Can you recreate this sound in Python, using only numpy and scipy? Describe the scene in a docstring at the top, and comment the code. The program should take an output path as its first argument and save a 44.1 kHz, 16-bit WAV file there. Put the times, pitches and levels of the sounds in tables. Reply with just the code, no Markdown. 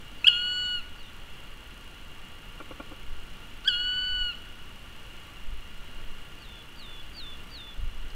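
"""A steady forest hush under light wind rumble and very faint camera ticks; a small bird whistles over it, falling.
A woodpecker calls twice: a sharp yelp that breaks upward, then a long, level whistle. Four soft wing beats pass,
the small bird sings again and a twig ticks. Tones are swept sines; hush, wind, camera, rasps and twig are
shaped noise; wing beats are blurred resonances; sparse decaying echoes from the trunks follow birds and twig."""
import sys
import numpy as np
from scipy import signal
from scipy.fft import rfft, irfft
from scipy.io import wavfile

SR = 44100
rng = np.random.default_rng(int(sys.argv[2]) if len(sys.argv) > 2 else 0)


def dump_mix(stems):
    """Bounce the given channels to the path in sys.argv[1] as a 16-bit WAV at rate SR."""
    frames = np.atleast_2d(stems).T  # one column per channel
    limited = np.clip(frames, -1, 1)  # hard clip at full scale
    pcm = np.round(limited * 32767).astype(np.int16)
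    wavfile.write(sys.argv[1], SR, pcm)


N = 359415
TIME = np.arange(N) / SR
# the yelp, shared by call pitch and voice: its half length and that of the register break at its top
YELP_HALF_S, BREAK_HALF_S = 0.026, 0.0108 / 2


def amp(db):
    """Decibels to gain."""
    return 10 ** (np.asarray(db) / 20)


def evened(x):
    """Scales to an rms of one."""
    return x / np.sqrt(np.mean(x ** 2) + 1e-20)


def read(points, hz):
    """Interpolates a spectrum table on a log-frequency axis."""
    point_hz, value = np.transpose(points)
    return np.interp(np.log(hz + 1), np.log(point_hz + 1), value)


def add(mix, start_s, sound):
    """Mixes a sound in at start_s."""
    part = mix[max(round(start_s * SR), 0):][:len(sound)]
    part += sound[:len(part)]


def sequence(events, source):
    """Sounds a source once per table row: start_s, then the arguments of the source."""
    track = np.zeros(N)
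    for start_s, *shape in events:
        add(track, start_s, source(*shape))
    return track


def coloured(gain, size):
    """Noise of unit rms whose spectrum follows gain(Hz)."""
    spectrum = rfft(rng.standard_normal(size))
    return evened(irfft(spectrum * gain(np.fft.rfftfreq(size, 1 / SR)), size))


def waver(corner_hz, size):
    """Slow random drift of unit rms: noise rolled off above corner_hz."""
    return coloured(lambda f: 1 / (1 + (f / corner_hz) ** 4), size)


def bump(t, half_length, order=2):
    """Smooth swell of height one around t = 0; a higher order gives a flatter top."""
    return np.exp(-np.abs(t / half_length) ** order)


def burst(level_db, centre_hz, half_width_hz, decay_s):
    """Tiny dry noise burst around one pitch, decaying exponentially."""
    t = np.arange(4096) / SR
    noise = coloured(lambda f: 1 / (1 + ((f - centre_hz) / half_width_hz) ** 2), size=len(t))
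    return amp(level_db) * np.exp(-t / decay_s) * noise


def hush(level_db=-49.5, swell_db=0.33):
    """Even background noise with a few narrow resonances; level_db is the rms above 300 Hz."""
    # spectral shape: hz, relative_level_db
    hush_shape = [(20, 22.5), (60, 17), (120, 10), (250, 6), (500, 0.5), (780, -3), (1800, 0), (2600, -1),
                  (3350, 0.5), (3650, -8.5), (4100, -6), (4800, -13), (6000, -14), (15500, -21.5)]
    # narrow resonances that the hush rings in: centre_hz, width_hz, rise_db
    rings = [(898, 96, 4), (1155, 67, 7.5), (1410, 69, 8.5), (2839, 207, 11)]
    f = np.fft.rfftfreq(N, 1 / SR)
    rise_db = sum(db / (1 + (2 * (f - hz) / width) ** 2) for hz, width, db in rings)
    gain = amp(read(hush_shape, f) + rise_db)
    above_bass = np.sqrt(np.sum(gain[f > 300] ** 2) / np.sum(gain ** 2))
    return amp(level_db + swell_db * waver(2.4, size=N)) * coloured(lambda _: gain, size=N) / above_bass


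def wind(breeze_db=-45.5, drift_db=2, corner_hz=17, slope=3.06, buffet_db=-19, buffet_hz=55):
    """Breeze and gusts push on the microphone as very deep rumble; the strongest break into quicker eddies."""
    # gusts: peak_s, level_db, half_length_s
    gusts = [(.85, -31.5, 0.074), (3.132, -31.5, 0.082), (4.16, -28.5, 0.1), (5.52, -28.5, 0.068),
             (5.78, -35, 0.055), (6.053, -36.5, 0.11), (7.15, -46, 0.23), (7.836, -21.5, 0.057),
             (8.06, -30, 0.12)]
    gust = amp(breeze_db + drift_db * waver(1.25, size=N))
    gust = gust + sum(amp(db) * bump(TIME - peak_s, half_s) for peak_s, db, half_s in gusts)
    rumble = coloured(lambda f: f / (f + 6) / (1 + (f / corner_hz) ** slope), size=N)
    eddies = coloured(lambda f: f / (1 + (f / buffet_hz) ** 4), size=N)
    return gust * (rumble + amp(buffet_db) * np.sqrt(gust / gust.max()) * eddies)


def camera(level_db=-56.5, corner_hz=4200, half_length_s=0.0012):
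    """Faint, even train of thin treble noise ticks from the camera."""
    ticks_per_s, first_tick_s = 29.496, 0.0144
    ticks = bump(TIME % (1 / ticks_per_s) - first_tick_s, half_length_s, order=4)
    hiss = coloured(lambda f: f ** 2 / (f ** 2 + corner_hz ** 2) / (f + corner_hz), size=N)
    return amp(level_db) * ticks * hiss


def whistle(level_db, length_s, fade_db_per_s):
    """Small bird's pure tone: swells, slides from a high to a low note while sagging, stops short."""
    high_hz, low_hz, sag_hz_per_s = 4740, 3675, 1050  # both notes before the sag
    slide_at_s, slide_s, attack_s = 0.081, 0.0125, 0.065
    jitter_share, shimmer_db = 0.0028, 1.1  # rms unsteadiness of pitch and level
    t = np.arange(0, length_s, 1 / SR)
    unsteady = waver(70, size=len(t))
    slide = 1 / (1 + np.exp((t - slide_at_s) / slide_s))
    hz = low_hz + (high_hz - low_hz) * slide - sag_hz_per_s * t
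    hz = hz * (1 + jitter_share * unsteady)
    loud = amp(level_db + fade_db_per_s * t + shimmer_db * unsteady) * np.minimum(t / attack_s, 1) ** 1.6
    tone = np.sin(2 * np.pi * np.cumsum(hz) / SR)
    return np.sqrt(2) * loud * tone * signal.windows.tukey(len(t), 0.06)


def small_bird():
    """Falling whistles, each a single sliding sine."""
    # whistles: start_s, level_db (before fade and attack), length_s, fade_db_per_s
    whistles = [(0.158, -58, .2, -45), (0.55, -58, .2, -8), (0.939, -59.5, 0.16, -12),
                (6.359, -61.5, 0.27, 35), (6.737, -51, 0.285, 5), (7.121, -41.5, 0.24, -31),
                (7.486, -43, 0.26, -32)]
    return sequence(whistles, whistle)


def call_pitch(t, yelp_s, crest_s, held_hz, scoop_hz, lift_hz):
    """Scoop up into the yelp and its register break, a long flat arch, a final drop."""
    arch_hz, arch_s, arch_power = 53, 0.28, 2.5  # arch_hz below the crest at arch_s either side
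    scoop_s, drop_hz, drop_s = 0.0098, 253, 0.01466
    break_hz, dip_hz, dip_s = 1665, 110, 0.0072
    lift_left = 0.72  # share of the lift that returns after the break
    arch = held_hz - arch_hz * np.abs((t - crest_s) / arch_s) ** arch_power
    lift = lift_hz * bump(t - yelp_s, YELP_HALF_S) * np.where(t < yelp_s, 1, lift_left)
    dip = dip_hz * bump(t - yelp_s, dip_s)
    scoop = scoop_hz * np.exp((t[0] - t) / scoop_s)
    drop = drop_hz * np.exp((t - t[-1]) / drop_s)
    hz = arch + lift - dip - scoop - drop
    return hz + (break_hz - hz) * bump(t - yelp_s, BREAK_HALF_S, order=4)


def woodpecker(start_s, yelp_s, crest_s, brightest_s, end_s, held_hz, scoop_hz, lift_hz, push_db, octave_push_db,
               lead_db, break_octave_db, third_db, upper_db,
               jitter_share=0.0014, shimmer_db=0.5, flutter_db=2.0, strain_db=7.0):
    """Clean harmonic voice, octave dominant; surges and breaks upward in the yelp, holds, then drops."""
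    # windpipe resonances that colour the overtones: hz, level_db
    windpipe = [(4500, -18), (5300, -25), (5900, -39), (6300, -23), (6700, -27), (7350, -19), (8250, -24),
                (8800, -43), (9900, -26), (10400, -31), (11500, -46)]
    # the octave cracks out as the voice catches or changes register: peak_s, level_db, half_length_s
    cracks = [(.247, -18, .0024), (.2705, -11, .0013), (.2843, -8, .002), (.301, -25, .006),
              (3.690, -25, .002)]
    fundamental_db, octave_db = -39.5, -30.5  # held note
    attack_drop_db, attack_s, release_drop_db, release_s = -23, 0.0061, -28.5, 0.018
    break_db, break_third_db = 4.5, 4.5
    lead_third_db, third_push_db, brighten_db, brighten_s = -5.5, 2, 3.5, 0.14
    t = np.arange(start_s, end_s, 1 / SR)
    hz = call_pitch(t, yelp_s, crest_s, held_hz, scoop_hz, lift_hz)
    hz = hz * (1 + jitter_share * waver(120, size=len(t)))

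    surge = bump(t - yelp_s, YELP_HALF_S)
    broken = bump(t - yelp_s, BREAK_HALF_S, order=6)
    lead_in = np.clip((yelp_s - t) / BREAK_HALF_S - 1, 0, 1)  # one before the break, then zero
    attack_db = attack_drop_db * np.exp((start_s - t) / attack_s)
    release_db = release_drop_db * np.exp((t - end_s) / release_s)

    low_db = fundamental_db + attack_db + release_db + push_db * surge + break_db * broken
    second_db = octave_db + release_db + octave_push_db * surge + lead_db * lead_in
    octave = amp(second_db + broken * (break_octave_db - second_db))
    octave = octave + sum(amp(db) * bump(t - peak_s, half_s) for peak_s, db, half_s in cracks)
    # overtones: held back until the yelp, surge with it, swell once more in the held note
    over_db = (third_db + attack_db / 2 + release_db + lead_third_db * lead_in + third_push_db * surge
               + break_third_db * broken + brighten_db * bump(t - brightest_s, brighten_s))

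    phase = 2 * np.pi * np.cumsum(hz) / SR
    voice = amp(low_db) * np.sin(phase) + octave * np.sin(2 * phase) + amp(over_db) * np.sin(3 * phase)
    for k in range(4, 11):
        # short waves of the high partials flutter on their way through the branches
        level_db = over_db + upper_db + read(windpipe, k * hz) + flutter_db * waver(33, size=len(t))
        # the strained yelp is brighter, the more so the higher the partial
        level_db = level_db + strain_db * surge * np.log2(k / 2)
        voice += amp(level_db) * np.sin(k * phase)
    return np.sqrt(2) * voice * amp(shimmer_db * waver(60, size=len(t)))


def woodpecker_calls():
    """Both calls, dry and as thrown at the trees; each excites its echo at its own level."""
    # calls: start_s, yelp_s, held-note crest_s, brightest_s, end_s, held pitch_hz, scoop_from_below_hz, yelp lift_hz,
    # fundamental push_db, octave push_db, octave before yelp_db, octave in break_db (absolute),
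    # third_harmonic_db, upper_partials_db, echo_db
    cries = [(0.2441, .277, .60, 0.55, 0.816, 1466, 136, 120.2, 0.5, 12, -6.5, -14.5, -42.5, 1.5, -1),
             (3.646, 3.6821, 4.03, 3.77, 4.338, 1489, 29.8, 205, 7.5, 2, -13, -16.5, -43, -3, 1)]
    calls, thrown = np.zeros((2, N))
    for *shape, echo_db in cries:
        call = woodpecker(*shape)
        add(calls, shape[0], call)
        add(thrown, shape[0], amp(echo_db) * call)
    return calls, thrown


def voice_rasps():
    """The voice catches with short noise rasps as each call starts."""
    # rasps: start_s, level_db (at onset), centre_hz, half_width_hz, decay_s
    rasps = [(.2455, -45, 5000, 2200, 0.0045), (.269, -43, 4200, 2200, 0.019),
             (3.6465, -39, 3600, 1000, .005), (3.674, -46, 4400, 1500, .012)]
    return sequence(rasps, burst)


def forest(x, build_up_s=0.0032):
    """Sparse random reflections from the trunks, each band dying at its own speed."""
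    # echo spectrum: hz, level_db
    echo_levels = [(500, -31), (1450, -13.5), (2500, -9.5), (2930, -13), (3300, -12.5), (3600, -6),
                   (4300, -16.5), (5000, -16), (7500, -13), (12000, -20)]
    # 60 dB decay time: hz, t60_s
    echo_decay = [(500, .8), (1450, 1.36), (2900, 0.74), (3400, 0.72), (10000, .35)]
    spacing = 20  # samples per reflection
    slots = np.arange(0, SR, spacing)
    taps = np.zeros(SR + spacing)
    taps[slots + rng.integers(0, spacing, len(slots))] = rng.standard_normal(len(slots))
    hz, t, bands = signal.stft(taps, SR, nperseg=256)
    t60 = read(echo_decay, hz)[:, None]
    energy = len(slots) * t60 / np.log(10 ** 6)
    bands = bands * np.exp(-np.log(1000) * t / t60) / np.sqrt(energy)
    bands = bands * amp(read(echo_levels, hz))[:, None] * (1 - np.exp(-t / build_up_s))
    tail = signal.istft(bands, SR, nperseg=256)[1]
    return signal.fftconvolve(x, tail)[:N]


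def wing_beat(level_db, length_s, bright_db_per_octave, airy=0.6):
    """Short puff, quick to swell: a few hollow resonances, each blurred by the rushing air."""
    # hollow colour: hz, level_db (before brightness)
    beat_modes = [(298, 2), (525, -.5), (690, -8), (870, -8), (1130, -5), (1390, -2), (2060, -17),
                  (2355, -13)]
    t = np.arange(4096) / SR
    swell = (t / length_s) ** 2 * np.exp(-7 * t / length_s)
    body = np.zeros(len(t))
    for hz, db in beat_modes:
        blur = 1 + airy * (waver(106, size=len(t)) + 1j * waver(83, size=len(t)))
        ringing = np.exp(2j * np.pi * (hz * t + rng.random()))
        body += amp(db + bright_db_per_octave * np.log2(hz)) * (blur * ringing).real
    # same energy as level_db rms lasting length_s
    return amp(level_db) * evened(body * swell) * np.sqrt(length_s / t[-1])


def wing_beats():
    """Four soft puffs of air as wings pass."""
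    # beats: start_s, level_db, length_s, brightness_db_per_octave
    beats = [(2.598, -43, 0.03, 1.5), (2.703, -44, 0.038, 1), (2.796, -40.5, 0.027, 2),
             (2.908, -46.5, 0.041, 0.5)]
    return sequence(beats, wing_beat)


def twig():
    """A twig ticks: one fast-decaying noise burst."""
    # ticks: start_s, level_db (at onset), centre_hz, half_width_hz, decay_s
    twig_ticks = [(8.103, -47.5, 4200, 800, .005)]
    return sequence(twig_ticks, burst)


def scene():
    """Birds and a twig among the trees, over hush, wind and camera ticks."""
    background = hush() + wind() + camera()
    song = small_bird()
    calls, thrown = woodpecker_calls()
    small = voice_rasps() + wing_beats() + twig()
    echoes = forest(thrown + 0.5 * song + small)
    return (calls + song + small + echoes + background)[None]


def record(dry, bend=0.08, edge_hz=15750):
    """Bends the loudest peaks slightly with a cubic, then low-passes at edge_hz."""
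    bent = dry - bend * dry ** 3
    low_pass = signal.firwin(801, edge_hz, window=("kaiser", 9), fs=SR)
    return signal.oaconvolve(bent, low_pass[None], "same")


dry = scene()
out = record(dry)
dump_mix(out)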